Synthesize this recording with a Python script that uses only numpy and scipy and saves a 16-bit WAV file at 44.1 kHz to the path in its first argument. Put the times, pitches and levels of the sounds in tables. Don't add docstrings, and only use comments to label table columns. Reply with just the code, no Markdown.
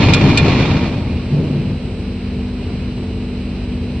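import sys
import numpy as np
from scipy import signal
from scipy.fft import rfft, irfft, next_fast_len
from scipy.io import wavfile
from scipy.ndimage import uniform_filter1d, minimum_filter1d, map_coordinates

SR = 44100
rng = np.random.default_rng(int(sys.argv[2]) if len(sys.argv) > 2 else 0)


def waveform_to_disk(signal):
    frames = np.transpose(np.atleast_2d(signal))
    scaled = np.clip(frames, -1, 1) * 32767
    samples = np.round(scaled).astype(np.int16)
    wavfile.write(sys.argv[1], SR, samples)


N = 176400

# multiple of the shaft speed, level in dB.
HUM_ORDERS = [(1, -32), (4, -30), (5, -28.5), (7, -46.5), (9, -42.5)]
# frequency in Hz, level in dB.
DRIVE_WHINES = [(81, -34), (3607, -59), (3908, -62.5), (3967, -54), (4032, -66.5), (4091, -57.5),
                (7779, -58.5), (7973, -67.5), (8220, -64)]
# frequency in Hz, relative density in dB.
FRAME_SPECTRUM = [(20, -27), (42, -12.5), (60, -0.5), (85, 4.5), (115, -2), (170, -4.5), (260, -9.5),
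                  (400, -11.5), (650, -23), (1000, -29), (1500, -49), (3000, -50.5)]
PANEL_SPECTRUM = [(40, -51.5), (90, -5.5), (125, -8), (146, 2.5), (170, -5.5), (260, -10), (420, -14.5),
                  (700, -29), (1300, -43), (3000, -59)]
HOUSING_SPECTRUM = [(20, -42.5), (35, -11.5), (60, -9), (90, 3), (140, 0.5), (190, -1.5), (270, -4),
                    (400, -11), (650, -17), (950, -21), (1400, -34.5), (2500, -68)]
RUSTLE_SPECTRUM = [(600, -9), (1400, -5.5), (1900, -6.5), (2500, 0), (2900, -1), (3500, -10.5),
                   (4200, -6.5), (5200, -12), (6300, -24.5), (7500, -34.5), (8050, -21.5), (8450, -58)]
CLATTER_SPECTRUM = [(500, -7.5), (1000, 2), (1600, -5), (2400, 1), (3100, -4.5), (4300, -7), (5400, -13.5),
                    (6300, -19), (7600, -24), (8300, -38), (8800, -64)]
SCRAPE_SPECTRUM = [(1000, -28), (1900, -17.5), (2400, -14.5), (3600, -5), (5300, -11.5), (6500, -19.5),
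                   (7600, -10), (8300, -21), (9000, -43.5)]
# time in seconds, gain in dB.
RUSTLE_LEVELS = [(1, -39), (1.5, -38.5), (1.9, -40.5), (2.1, -40), (2.25, -39.5), (2.55, -40.5),
                 (2.72, -38.5), (2.95, -40), (3.25, -41), (3.5, -39.5), (3.75, -40.5), (4, -40)]
SHAKE_LEVELS = [(0, -9), (.1, -8), (.14, -12), (.23, -8.5), (.31, -9), (.38, -11), (.46, -9), (.56, -12),
                (.7, -12.5), (.85, -15.5), (1.05, -22.5), (1.3, -29.5), (2, -38.5)]
CLATTER_LEVELS = [(0, -19.5), (.05, -19), (.11, -20), (.28, -23), (.48, -22.5), (.66, -24), (.8, -28),
                  (.93, -32.5), (1.05, -41.5), (1.3, -44.5), (1.8, -61)]
# frequency in Hz, relative level in dB, t60 in seconds.
HOUSING_MODES = [(108, -2, .25), (139, 0, .22), (284, -6, .2), (455, -11, .2), (598, -10, .2),
                 (800, -12, .08), (924, -13, .1), (1092, -13, .12)]
SPROCKET_MODES = [(1398, -14, .15), (1810, -14, .15), (2390, -2, .07), (2424, 0, .12), (2480, -2, .06),
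                  (2725, -8, .14), (2785, -8, .08), (3412, -7, .12), (3610, -11, .08), (3685, -6, .09),
                  (4205, -4, .08), (4290, -10, .08), (5390, -16, .08), (7450, -26, .05)]
# start in seconds, level in dB, hold and t60 in seconds.
PANEL_SHUDDERS = [(1.295, -16.5, 0.15, 2.06), (2.317, -27, 0.011, .25), (2.676, -22.5, 0.045, .3),
                  (2.779, -22.5, .01, 0.25)]
# start in seconds, gain in dB, scrape hold in seconds.
CHAIN_CLANKS = [(0.135, -11.5, 0.0067), (0.3736, -10.5, 0.0047)]
# frequency in Hz, left-right correlation.
STEREO_LIKENESS = [(100, 1), (380, 0.97), (700, 0.96), (1300, 0.64), (2400, 0.86), (3300, 0.41), (4400, .2),
                   (6000, -0.36), (8000, -0.92)]
# frequency in Hz, left over right in dB.
STEREO_LEAN = [(120, 0.8), (500, 1), (1200, -1), (2400, -3.5), (4200, -0.5), (8000, 1)]

SHAFT_HZ, HUM_DRIFT_RAD, WHINE_DRIFT_RAD = 48.92, .15, 1.3
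BOOM_HZ, BOOM_DB, RUMBLE_DB = 145.5, -18, -24.5


def amp(db):
    return 10 ** (np.asarray(db) / 20)


def unit_rms(x):
    return x / np.sqrt(np.mean(x ** 2) + 1e-20)


def curve_at(points, hz):
    freqs, values = np.transpose(points)
    return np.interp(np.log(hz + 1), np.log(freqs + 1), values)


def clock():
    return np.arange(N) / SR


def level(rows):
    return amp(np.interp(clock(), *np.transpose(rows)))


def wobble(rate):
    return map_coordinates(rng.standard_normal(int(N * rate / SR) + 4), [clock() * rate])


def burst(start, rise, hold, t60):
    t = clock() - start
    return np.clip(t / rise, 0, 1) * amp(-60 * np.maximum(t - hold, 0) / t60)


def filtered(x, response):
    size = next_fast_len(N + SR // 2)
    return irfft(rfft(x, size) * response(np.fft.rfftfreq(size, 1 / SR)), size)[..., :N]


def spread(pair):
    angle = lambda hz: np.arccos(np.clip(curve_at(STEREO_LIKENESS, hz), -1, 1)) / 2
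    mid, side = filtered(pair, lambda hz: np.array([np.cos(angle(hz)), np.sin(angle(hz))]))
    balance = lambda hz: amp(curve_at(STEREO_LEAN, hz) / 2 * np.array([[1], [-1]]))
    return filtered(np.array([mid + side, mid - side]), balance)


def rush(spectrum, drive=1):
    noise = drive * rng.standard_normal((2, N))
    return unit_rms(spread(filtered(noise, lambda hz: amp(curve_at(spectrum, hz)))))


def struck(modes, force):
    t = np.arange(SR // 2) / SR
    ring = sum(amp(db - 60 * t / t60) * np.sin(2 * np.pi * hz * t) for hz, db, t60 in modes)
    rough = force * rng.standard_normal((2, N))
    return unit_rms(spread(signal.fftconvolve(rough, ring[None], axes=1)[:, :N]))


def roller_force(per_second, scatter_db, energy_decay_s=0.0072):
    hits = (rng.random(N) < per_second / SR) * amp(scatter_db * rng.standard_normal(N))
    return np.sqrt(signal.lfilter([1], [1, -np.exp(-1 / (energy_decay_s * SR))], hits ** 2))


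def motor():
    def tone(hz, db, drift):
        peak = np.sqrt(2) * amp(db + .9 * wobble(5.93))
        return peak * np.sin(2 * np.pi * (hz * clock() + rng.random()) + drift)

    hum = sum(tone(order * SHAFT_HZ, db, HUM_DRIFT_RAD * wobble(3.6)) for order, db in HUM_ORDERS)
    whines = [sum(tone(hz, db, WHINE_DRIFT_RAD * wobble(14)) for hz, db in DRIVE_WHINES)
              for _ in range(2)]
    return hum + spread(np.array(whines))


def rustling_chain():
    force = roller_force(per_second=330, scatter_db=2.5)
    rustle_gain = level(RUSTLE_LEVELS) * amp(.5 * wobble(14))
    rustle = rustle_gain * rush(RUSTLE_SPECTRUM, force + 3.9 * force.mean())
    rumble = amp(RUMBLE_DB + 0.72 * wobble(10)) * rush(FRAME_SPECTRUM, force + force.mean())
    return rustle + rumble


def shudders():
    swells = sum(amp(db) * burst(start, rise=0.044, hold=hold, t60=t60)
                 for start, db, hold, t60 in PANEL_SHUDDERS)
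    rumble = swells * rush(PANEL_SPECTRUM)
    boom = amp(BOOM_DB + 1.6 * wobble(18)) * np.sin(2 * np.pi * BOOM_HZ * clock() + 1.1 * wobble(14))
    return rumble + burst(PANEL_SHUDDERS[0][0], rise=0.026, hold=0.26, t60=0.25) * boom


def clanks():
    out = np.zeros((2, N))
    for start, db, hold in CHAIN_CLANKS:
        ring = np.zeros((2, N))
        for hz, mode_db, t60 in SPROCKET_MODES:
            envelope = amp(mode_db + rng.normal(0, 0.5)) * burst(start, rise=0.00067, hold=0, t60=t60)
            ring += envelope * np.sin(2 * np.pi * (hz * clock() + rng.random((2, 1))))
        scrape = burst(start, rise=0.0013, hold=hold, t60=.04) * rush(SCRAPE_SPECTRUM)
        out += amp(db) * (amp(1.5) * scrape + amp(2) * spread(ring))
    return out


def clattering_chain():
    force = roller_force(per_second=300, scatter_db=3)
    drive = force + force.mean()
    steel = amp(-0.5) * rush(CLATTER_SPECTRUM, drive) + amp(-3.5) * struck(SPROCKET_MODES, force)
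    housing = amp(-1.5) * rush(HOUSING_SPECTRUM, drive) + amp(-8) * struck(HOUSING_MODES, drive)
    return level(CLATTER_LEVELS) * steel + level(SHAKE_LEVELS) * housing


def scene():
    return clattering_chain() + clanks() + shudders() + rustling_chain() + motor()


def record(dry):
    ceiling, hold_s, top_hz = 1.0, .004, 8900
    window = int(hold_s * SR)
    needed = np.minimum(1, ceiling / (np.abs(dry).max(0) + 1e-9))
    gain = uniform_filter1d(minimum_filter1d(needed, window), window)
    return filtered(dry * gain, lambda hz: hz < top_hz)


dry = scene()
out = record(dry)
waveform_to_disk(out)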